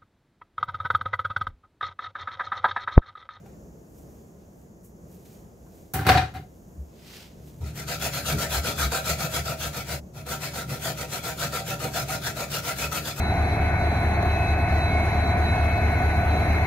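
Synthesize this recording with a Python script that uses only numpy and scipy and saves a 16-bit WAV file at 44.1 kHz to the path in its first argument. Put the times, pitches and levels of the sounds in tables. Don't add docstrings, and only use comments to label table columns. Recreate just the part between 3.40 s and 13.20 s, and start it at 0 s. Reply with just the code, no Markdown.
import sys
import numpy as np
from scipy import signal
from scipy.fft import rfft, irfft, next_fast_len
from scipy.io import wavfile
from scipy.ndimage import uniform_filter1d

SR = 44100
rng = np.random.default_rng(int(sys.argv[2]) if len(sys.argv) > 2 else 0)


def elevation(decibels):
    levels = np.asarray(decibels, float)
    return 10 ** (levels / 20)


def store_pcm(level_fs):
    pcm = np.round(np.clip(level_fs, -1, 1) * 32767).astype(np.int16)
    wavfile.write(sys.argv[1], SR, np.atleast_2d(pcm).T)


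N = 432180
T = np.arange(N) / SR
PADDED = next_fast_len(N + SR // 2)
HZ = np.fft.rfftfreq(PADDED, 1 / SR)


def evened(x):
    return x / np.sqrt(np.mean(x ** 2) + 1e-20)


def read(points, hz):
    f, value = np.transpose(points)
    return np.interp(np.log(hz + 1), np.log(f + 1), value)


def highpass(x, order, hz):
    return signal.sosfilt(signal.butter(order, hz, "high", fs=SR, output="sos"), x)


def level(tables, law):
    gain = 0
    for start_s, level_db in (np.transpose(table) for table in tables):
        gain = gain + elevation(np.interp(T, start_s, law[0] * level_db + law[1], -200, -200))
    return gain


def swells(rows):
    out = np.zeros(N)
    for peak_s, rise_s, fall_s, level_db in rows:
        at_s = [peak_s - 2 * rise_s, peak_s, peak_s + 2 * fall_s]
        span = slice(max(round(at_s[0] * SR), 0), round(at_s[2] * SR))
        out[span] += elevation(level_db + np.interp(T[span], at_s, [-40, 0, -40]))
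    return out


def peaks(modes):
    response = 0
    for k, (hz, width_hz, db) in enumerate(modes):
        response = response + elevation(db) / (1 + 2j * (HZ - hz) / width_hz) * (-1) ** k
    return response


def spread(pair, response, same, side_db=0, lead=0):
    a, b = rfft(pair, PADDED) * response
    same = np.clip(read(same, HZ), -1, 1)
    right = same * a * np.exp(-1j * lead) + np.sqrt(1 - same ** 2) * b
    return irfft([a * elevation(side_db / 2), right / elevation(side_db / 2)], PADDED)[:, :N]


def grains(per_s, spread_db, flicker_db):
    size = elevation(spread_db * np.minimum(rng.exponential(1, (2, N)), 4))
    size *= rng.choice([-1, 1], (2, N))
    flicker = evened(uniform_filter1d(uniform_filter1d(rng.standard_normal(N), 250), 250))
    struck = rng.random((2, N)) < per_s / SR
    return evened(size * struck * elevation(flicker_db * flicker))


def steady_ring(hz, width_hz):
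    turn = rfft(rng.standard_normal(PADDED)) / (1 + (2 * (HZ - hz) / width_hz) ** 2)
    z = np.fft.ifft(turn, PADDED)[:N]
    return np.sqrt(2) * (z / (abs(z) + 0.29 * np.std(z))).real


def ring(modes, tilt_db):
    t, out = T[:SR // 2], 0
    for hz, db, t60_s in modes:
        out = out + elevation(db + tilt_db * (hz > 1900) - 60 * t / t60_s) * np.sin(2 * np.pi * hz * t)
    return out


def pings(rows, share_db):
    out, t = np.zeros(N + SR), T[:SR // 8]
    for start_s, db, hz in rows:
        envelope = (1 - np.exp(-t / 0.00086)) * elevation(db + share_db - 60 * t * hz / 66)
        out[round(start_s * SR):][:len(t)] += envelope * np.sin(2 * np.pi * hz * t)
    return out[:N] * elevation([[.8], [-.8]])


# pitch_hz, density_db
HUM_SPECTRUM = [(12, -44.5), (20, -26), (59, 2.5), (123, -3.5), (181, 3), (268, -7.5), (355, -5.5),
                (674, -12.5), (866, -19), (1350, -27), (4020, -43), (6840, -28.5), (8310, -42),
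                (13700, -38), (15800, -41.5)]
HUM_DB = -48.5
# pitch_hz, likeness (-1..1)
HUM_SAME = [(60, 0.91), (150, 0.98), (380, 0.8), (950, -0.16), (2380, -0.49), (5980, 0.78), (15000, 0.78)]


def hum():
    drift_db = 1.0 * evened(uniform_filter1d(uniform_filter1d(rng.standard_normal(N), 6000), 6000))
    colour = elevation(read(HUM_SPECTRUM, HZ)) + abs(peaks([(1640, 92, -41.0)]))
    return elevation(HUM_DB + drift_db) * evened(spread(rng.standard_normal((2, N)), colour, HUM_SAME))


# peak_s, rise_s, fall_s, rustle_db, brush_db
SWISHES = [(0.0, .1, 0.4, -81, -87), (.061, 0.005, 0.084, -67, -72), (.591, 0.16, 0.11, -64, -76),
           (.771, 0.51, 0.34, -67, -74), (1.012, 0.056, 0.12, -82, -73), (1.221, .17, .11, -68, -78),
           (1.452, 0.033, 0.064, -54.5, -74), (1.741, 0.1, 0.092, -60.5, -70),
           (1.858, .012, 0.043, -65, -65), (1.941, 0.27, 0.17, -61, -64.5), (2.371, 0.29, 0.42, -63, -68.5),
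           (3.151, 0.5, 0.31, -72, -76), (3.381, .5, 0.42, -71, -83), (3.67, 0.14, .2, -66, -59.5),
           (3.76, 0.18, 0.16, -57, -48.5), (3.83, 0.16, 0.093, -64, -54.5), (4.079, 0.14, 0.19, -60, -62),
           (4.221, 0.099, .025, -66, -73)]
# pitch_hz, density_db
RUSTLE_SPECTRUM = [(3500, -56), (5500, -3.5), (7000, 1.5), (9500, -1.5), (14000, 4), (16000, -4)]
BRUSH_SPECTRUM = [(700, 2), (1300, 0), (2300, 5.5), (5000, 4), (8000, -10), (12000, -28.5)]
# pitch_hz, likeness (-1..1)
CONTACT_SAME = [(60, .95), (300, 0.83), (700, 0.92), (1500, 0.55), (3000, 0.35), (7000, 0.4), (15000, 0.45)]


def cloth():
    drive, rows = grains(12000, 2.0, 0.92), np.array(SWISHES)
    rustle = evened(spread(drive, elevation(read(RUSTLE_SPECTRUM, HZ)), HUM_SAME))
    brush = evened(spread(drive[::-1], elevation(read(BRUSH_SPECTRUM, HZ)), CONTACT_SAME))
    return rustle * swells(rows[:, :4]) + brush * swells(rows[:, [0, 1, 2, 4]])


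# peak_s, deep_db, upper_db, feet_db
JOLTS = [(4.07, -41, -62, -58), (4.45, -49, -42, -67), (4.64, -39, -53, -45), (4.77, -56, -37, -56.5),
         (4.95, -23.5, -26.5, -30), (5.18, -21.5, -53, -52), (5.29, -51, -39.5, -36),
         (5.455, -19.5, -36, -43), (5.72, -28, -35, -54), (5.85, -46, -30, -52), (6.0, -29, -36.5, -60),
         (6.1, -41, -34.5, -44), (6.27, -31.5, -38, -49), (6.38, -55, -39, -56), (6.539, -33, -36, -53),
         (6.63, -40.5, -54, -62), (6.79, -58, -35.5, -48), (6.91, -39, -54, -46), (7.32, -45, -35, -43),
         (7.5, -42, -41, -46), (7.63, -42, -49, -59), (8.06, -46, -35.5, -45), (8.31, -47, -35, -45),
         (8.45, -57, -38, -36.5), (8.63, -40, -38, -56), (8.75, -56, -39, -45), (8.9, -39, -42, -44),
         (9.18, -59, -39, -63), (9.46, -32.5, -48, -47), (9.62, -42, -45, -41.5)]
# deep_s, upper_s, feet_s
JOLT_RISE_S = (0.098, 0.064, 0.035)
JOLT_FALL_S = (0.057, 0.058, 0.12)
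# peak_s, rise_s, deep_db, upper_db, feet_db
BUMPS = [
    (3.4, .05, -26, -47, -64),
    (4.222, .022, -23, -36.5, -48.5),
    (4.262, 0.018, -29, -43, -50),
]
BUMP_FALL_S = 0.048
# start_s, level_db
LEAN = [
    [(4.0, -12), (4.3, 1.5), (4.9, 3), (6.55, -2), (6.69, -26), (6.9, 2), (7.7, 1.5), (9.0, 2.5), (9.8, 2)],
]
# deep_db, upper_db, feet_db
LEAN_DB = (-47, -43, -50.5)


def shake(column):
    rise_s, fall_s = JOLT_RISE_S[column], JOLT_FALL_S[column]
    jolts = [(row[0], rise_s, fall_s, row[column + 1]) for row in JOLTS]
    bumps = [(row[0], row[1], BUMP_FALL_S, row[column + 2]) for row in BUMPS]
    return swells(jolts + bumps) + level(LEAN, (1, LEAN_DB[column]))


def counter():
    deep, upper = shake(column=0), shake(column=1)
    cluster = steady_ring(119.0, 27.5) + 1.55 * steady_ring(147.0, 31.4) + 0.41 * steady_ring(172, 58)
    feet = 1.1 * steady_ring(221, 37) + steady_ring(301.0, 24) + steady_ring(399, 63)
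    both = steady_ring(73.1, 11.6) * deep + evened(cluster) * upper
    both += evened(feet) * shake(column=2) * elevation(-3.5)
    unlike = elevation(-15.5) * steady_ring(172, 60) * upper + elevation(-30) * steady_ring(90, 20) * deep
    return both * elevation([[.4], [-.4]]) + unlike * [[1], [-1]]


# start_s, length_s, level_db, pitch_hz
BOOMS = [(2.539, 0.026, -26.5, 753), (2.566, .032, -31, 774), (2.61, 0.022, -30, 767),
         (2.645, 0.018, -30, 766), (2.671, 0.016, -16, 756), (2.693, 0.028, -8.5, 747),
         (2.726, .02, -29, 770), (2.748, 0.02, -11, 741), (2.773, 0.025, -13.5, 752),
         (2.815, 0.025, -21.5, 746), (2.846, .016, -32, 744), (2.866, 0.033, -43, 755),
         (2.946, 0.025, -31, 754), (2.989, .012, -40, 749), (3.023, 0.029, -46, 736)]


def booms():
    out, rise_s, choke_s = np.zeros(N), 0.0063, 0.02
    for start_s, length_s, db, hz in BOOMS:
        t = T[:round((length_s + choke_s) * SR)]
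        shape_db = np.interp(t, [0, rise_s, length_s, length_s + choke_s], [-16, 0, -1, -24])
        out[round(start_s * SR):][:len(t)] += elevation(db + shape_db) * np.sin(2 * np.pi * hz * t)
    return out * elevation([[.2], [-.2]])


# start_s, blow_db, brightness_db, thud_db, tick_db
KNOCKS = [(0.062, -47, -11, -41, -71), (2.265, -46, -19, -61, -73), (2.537, -25, -15, -23, -25),
          (2.555, -25, -15.5, -20, -41), (2.592, -11, -22, -17.5, -41), (2.65, -28, -25.5, -24, -48),
          (2.667, -10, -4, -13, -26), (2.691, -1, -5, -13.5, -28), (2.697, -11, -7.5, -30, -42.5),
          (2.752, -12, -16.5, -13.5, -55), (2.7742, -10.5, -1, -27.5, -44), (2.823, -15.5, -30, -25, -60),
          (2.940, -35, -4.5, -44, -50), (2.948, -30, -14, -48, -58), (2.957, -36.5, -9, -33, -53),
          (2.969, -35.5, -6.5, -45, -58), (2.992, -41, -22, -28, -64)]
# pitch_hz, level_db, t60_s
TRAY_MODES = [(690, -16, .07), (1416, -7, .085), (1542, -8, .08), (2086, -21, .04), (2245, -19, .07),
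              (2447, -16, .1), (2662, -19, .1), (2885, -22, .06), (3526, -20, .12), (3905, -15, .05),
              (4235, -17, .05), (4520, -20, .04), (5155, -28, .05), (5717, -32, .05)]
# pitch_hz, level_db, t60_s
THUD_MODES = [(74, -17, .3), (110, -12, 0.3), (117.4, -4, 0.16), (145.3, 3, 0.13), (286.6, -12, .14),
              (391, -2, 0.064)]


def knocks():
    t, out, rattle = T[:SR // 2], np.zeros((2, N)), np.zeros(N)
    thud = ring(THUD_MODES, 0) * (1 - np.exp(-t / 0.0042))
    for start_s, db, bright_db, thud_db, tick_db in KNOCKS:
        span = slice(round(start_s * SR), round(start_s * SR) + len(t))
        tick = np.diff(rng.standard_normal((2, len(t) + 1))) * elevation(tick_db - 1 - 60 * t / 0.16)
        rung = elevation(db - 8.5) * ring(TRAY_MODES, bright_db + 9.5)
        out[:, span] += rung + tick + elevation(thud_db - 2) * thud
        rattle[span] += elevation(db + bright_db - 16.0 - 60 * t / 0.027)
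    return out, rattle


# start_s, level_db
SLIDE = [
    [(0.0, -59), (0.06, -56), (0.142, -60), (0.17, -72)],
    [(2.537, -30.5), (2.545, -24.5), (2.647, -32.5), (2.691, -10), (2.769, -19.5), (2.775, -12.5),
     (2.93, -52), (2.958, -32), (3.08, -70)],
]
# slope_db_per_db, offset_db
SCRAPE_LAW = (1.028, -14.5)
RUMBLE_LAW = (0.72, -10)
# pitch_hz, density_db
SCRAPE_SPECTRUM = [(120, -62), (200, -21), (644, -18), (746, -12), (817, -14.5), (1140, -20), (1580, -16.5),
                   (3100, -28), (4310, -30.5), (5370, -36), (15800, -55)]
# start_s, level_db, pitch_hz
CLINK = [(0.059, -54, 5620), (0.064, -54, 5630), (0.06, -54, 2300), (0.061, -60, 2700), (0.06, -44, 790),
         (2.265, -55, 1050)]


def tray():
    struck, rattle = knocks()
    rattle = rattle + level(SLIDE, SCRAPE_LAW)
    rumble = steady_ring(78.3, 13) + steady_ring(116, 25) + .35 * steady_ring(290, 110)
    rumble = evened(rumble) * level(SLIDE, RUMBLE_LAW)
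    scrape = elevation(read(SCRAPE_SPECTRUM, HZ))
    rung = peaks([(hz, 1.6 / t60_s, db / 2) for hz, db, t60_s in TRAY_MODES[1:]])
    response = elevation(7.5) * scrape / np.std(scrape) + elevation(-5) * rung / np.std(rung)
    chatter = spread(grains(9000, 2.0, 1.6) * rattle, response, CONTACT_SAME, 1.2)
    return struck + pings(CLINK, 0) + booms() + rumble + chatter


# full_speed_s, rasp_db, low_ring_db, high_ring_db
PUSHES = [(4.37, -40, -7, -7.5), (4.622, -29.5, -5.5, -8.5), (4.866, -28.5, -6, -5),
          (5.12, -27.5, -4.5, -5.5), (5.387, -28.5, -7, -2.5), (5.663, -29, -5, -4),
          (5.931, -30.5, -5.5, -4.5), (6.205, -32.5, -5, -5), (6.485, -34, -0.5, -11),
          (6.891, -36.5, -2, -5), (7.145, -39, -1, -5), (7.431, -34.5, -4.5, -8.5), (7.714, -37, -7.5, -4),
          (7.995, -34, -2, -2), (8.272, -37, 0.5, -3.5), (8.545, -34, -1.5, -4), (8.835, -36.5, -2.5, -4.5),
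          (9.118, -34, -8, -7), (9.389, -33, -6, -5.5), (9.652, -36, -7, -9.5)]
PULLS = [(4.243, -48.5, -5, -11), (4.485, -33.5, -6, -3), (4.735, -32, -6, -7.5), (4.987, -30.5, -1, -5.5),
         (5.244, -30.5, -1, -0.2), (5.521, -31, -2, 0), (5.794, -31.5, -1, -2), (6.058, -34.5, 2, -3),
         (6.338, -35.5, -3.5, -0.5), (6.747, -51.5, 5, -2), (7.015, -37.5, -2.5, -8),
         (7.294, -40.5, -0.8, -0.5), (7.576, -40, 2.5, -1), (7.842, -36.5, 0.6, -2.5),
         (8.128, -36, 1.2, -1.5), (8.406, -37.5, 3, -3), (8.69, -35, -3, -6), (8.97, -38, 1.5, -4.5),
         (9.249, -34.5, -2.5, -3), (9.525, -34.5, -6, -4.5), (9.77, -40, 0, -4)]
# start_db, end_db
PUSH_TRAVEL = [(1.04, 1.16), (-6.5, 1), (-1.2, 1.4), (1, 0.7), (-2.5, -3.5)]
PULL_TRAVEL = [(0.5, 1.5), (-2, 3.5), (-0.7, 1.9), (1.5, -2), (-10, -6)]


def strokes():
    rows = [(*push, 0.035, 0.54, PUSH_TRAVEL) for push in PUSHES]
    rows += [(*pull, 0.024, 0.52, PULL_TRAVEL) for pull in PULLS]
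    rows.sort(key=lambda row: row[0])
    gaps_s = np.diff([row[0] for row in rows] + [N / SR + .06])
    out = []
    for (start_s, *levels_db, rise_s, share, travel), gap_s in zip(rows, gaps_s):
        out.append((start_s, rise_s, min(share * gap_s, 0.078), travel, *levels_db))
    return out


# start_s, level_db
CATCHES = [(4.21, -33.5), (4.481, -29), (5.518, -18), (6.864, -29.5), (9.514, -27.5)]


def swing():
    out = np.zeros((5, N))
    for start_s, rise_s, hold_s, travel, db, low_db, high_db in strokes():
        at_s = start_s + np.array([-rise_s - .025, -rise_s, 0, hold_s / 2, hold_s, hold_s + 0.028, hold_s + 0.096])
        span = slice(round(at_s[0] * SR), round(at_s[-1] * SR))
        speed = elevation(db + np.interp(T[span], at_s, [-61, -19.5, -1.0, 3.0, -3.0, -17.0, -49]))
        place_db = np.array([np.interp(T[span], [start_s, start_s + hold_s], ends) for ends in travel])
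        out[:, span] += speed * elevation(place_db + [[0], [0], [low_db], [high_db], [high_db]])
    for start_s, db in CATCHES:
        span = slice(round(start_s * SR), round((start_s + .05) * SR))
        out[:, span] += elevation(db - 8.0 - 60 * (T[span] - start_s) / 0.11) * [[.3], [.1], [1.2], [.4], [.1]]
    return out


def patchy(x, patch_db):
    z = signal.stft(x, nperseg=512, noverlap=384)[2]
    patches = uniform_filter1d(rng.standard_normal(z.shape[1:]), size=3, axis=0)
    patches = uniform_filter1d(patches, size=18, axis=1)
    firm = np.clip(np.arange(len(patches)) / 16, .35, 1)[:, None]
    return signal.istft(z * elevation(patch_db * evened(patches) * firm), nperseg=512, noverlap=384)[1][:, :N]


# pitch_hz, density_db
RASP_SPECTRUM = [(180, -7), (300, -9.5), (760, -6.5), (1110, -17.5), (1390, -4.5), (1730, -11),
                 (2520, -9.5), (2770, -11), (4500, -10.5), (7000, -11.5), (9000, -17.5), (11000, -16.5),
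                 (13500, -15.5), (15800, -19)]
# pitch_hz, width_hz, level_db
PLATE_TOP = [(1800, 90, -6), (2025, 50, -4), (2240, 40, 0), (2285, 30, -2), (2400, 50, -4), (2590, 75, -1),
             (3920, 70, -6), (4200, 90, -7), (4420, 60, -7)]
PLATE_LOW = [(497.8, 19.7, -2), (544.5, 6.1, -5), (575.3, 7, 2.5), (636.5, 7.1, 1), (683, 11, 0.5),
             (769, 17, -2), (936, 27.6, -7)]
PLATE_HIGH = [(1255, 70, -6), (1305, 40, -4), (1353, 24, 0), (1416, 24, -2)]
PLATE_EDGE = [(1560, 30, 3), (3360, 90, -3), (3480, 100, -3)]
# pitch_hz, side_db
RASP_SIDE = [(60, 1.5), (240, 0), (950, .4), (3770, 2.2), (15000, 5)]
# pitch_hz, phase_rad
RASP_LEAD = [(0, 0), (1400, .5), (2450, -.2), (3100, 1.6), (3900, .1), (5600, -2.5), (7100, -2 * np.pi),
             (16000, -2 * np.pi)]
# start_s, level_db, pitch_hz
BITES = [(4.4822, -25, 1300), (4.6498, -26, 1450), (4.8504, -30, 1360), (4.8908, -20, 1430),
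         (4.9114, -20, 1340), (4.9796, -32, 1300), (4.9925, -24, 1280), (5.1148, -28, 1560),
         (5.1432, -21, 1345), (5.2465, -18, 1440), (5.2699, -26, 1260), (5.3801, -24, 1540),
         (5.4016, -15, 1600), (5.5228, -26, 1360), (5.6964, -26.5, 1430), (5.7917, -26, 1360),
         (5.8092, -25, 1350), (5.9474, -28, 1300), (5.9608, -16, 1430), (6.0646, -22, 1370),
         (6.082, -18.5, 1380), (6.2113, -33, 1550), (6.8593, -38, 1330), (7.4425, -30, 1560),
         (7.4754, -21.5, 1450), (8.0233, -16, 1530), (8.1304, -20, 1350), (8.5579, -24, 1400),
         (8.5759, -15, 1390), (8.7021, -20, 1280), (8.7495, -24, 1350), (9.2843, -28, 1330),
         (9.423, -25, 1350), (9.5202, -17.5, 1296)]
HIGH_BITES = [(4.4802, -23, 4580), (4.6124, -20, 3380), (4.8424, -31, 3900), (4.9895, -29, 3970),
              (5.1167, -18, 3400), (5.2889, -27, 3320), (5.3727, -28, 3400), (5.6426, -24, 3950),
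              (5.9424, -23, 3870), (6.1883, -34, 4380), (6.2177, -24, 3300), (7.4465, -27, 3550),
              (7.7423, -31, 3950), (7.9832, -34, 3460), (8.4467, -28, 4420), (8.5584, -34, 4200),
              (9.2509, -30, 3500), (9.3751, -35, 3540), (9.5162, -32, 4520), (9.6544, -26, 3460)]
LOW_BITES = [(4.776, -27, 640), (5.246, -26, 493), (5.448, -22, 660), (5.527, -20.5, 576),
             (5.805, -26, 775), (5.843, -27.5, 649), (5.947, -28, 770), (6.115, -20.5, 638),
             (7.312, -30, 536), (7.457, -22, 658), (7.492, -30, 690), (7.733, -29, 745), (8.02, -32, 615),
             (8.13, -27, 515), (8.278, -29, 504), (8.446, -28, 487), (8.555, -20, 690), (8.69, -23, 755),
             (8.966, -28, 627), (9.02, -28, 590)]


def lemon():
    teeth, side_db, lead = grains(15000, 2.7, 1.1), read(RASP_SIDE, HZ), read(RASP_LEAD, HZ)
    parts = [(elevation(read(RASP_SPECTRUM, HZ)), .2), (peaks(PLATE_TOP), -8), (peaks(PLATE_LOW), -2.5),
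             (peaks(PLATE_HIGH), -2.5), (peaks(PLATE_EDGE), -5)]
    out = 0
    for force, (response, db) in zip(swing(), parts):
        response = response / np.sqrt(np.mean(abs(response) ** 2))
        drive = teeth * rng.choice([-1, 1], (2, N)) * force
        out = out + elevation(db) * spread(drive, response, CONTACT_SAME, side_db, lead)
    return patchy(out, 2.8) + pings(BITES, -6) + pings(HIGH_BITES, -1.0) + pings(LOW_BITES, -5.0)


def kitchen(x):
    taps = np.zeros((2, SR // 2))
    at = np.arange(100, SR // 2 - 20, 20) + rng.integers(0, 20, (2, (SR // 2 - 101) // 20))
    np.put_along_axis(taps, at, rng.choice([-1., 1.], at.shape), 1)
    taps *= elevation(-60 * T[:SR // 2] / 0.25)
    wet = signal.fftconvolve(x, taps / np.linalg.norm(taps[0]), axes=1)[:, :N]
    return highpass(wet, 2, 400)


# start_s, level_db
DROPOUT = [
    (6.596, -2.5),
    (6.614, -25),
    (6.68, -4),
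    (6.78, 0.5),
]


def scene():
    box, zest = tray(), lemon()
    wet = elevation(-4.5) * kitchen(highpass(box, 2, 1100) + elevation(-3.0) * zest)
    near = (box + zest + wet) * elevation(np.interp(T, *np.transpose(DROPOUT))) + counter()
    return highpass(near, 5, 58) + cloth() + hum()


def low_pass(x):
    return signal.sosfilt(signal.butter(12, 16620, fs=SR, output="sos"), x)


def record(dry):
    edge = signal.firwin(1501, 15740, window=("kaiser", 9), fs=SR)
    mix = signal.oaconvolve(dry, edge[None], "same")
    return low_pass(mix)


dry = scene()
out = record(dry)
store_pcm(out)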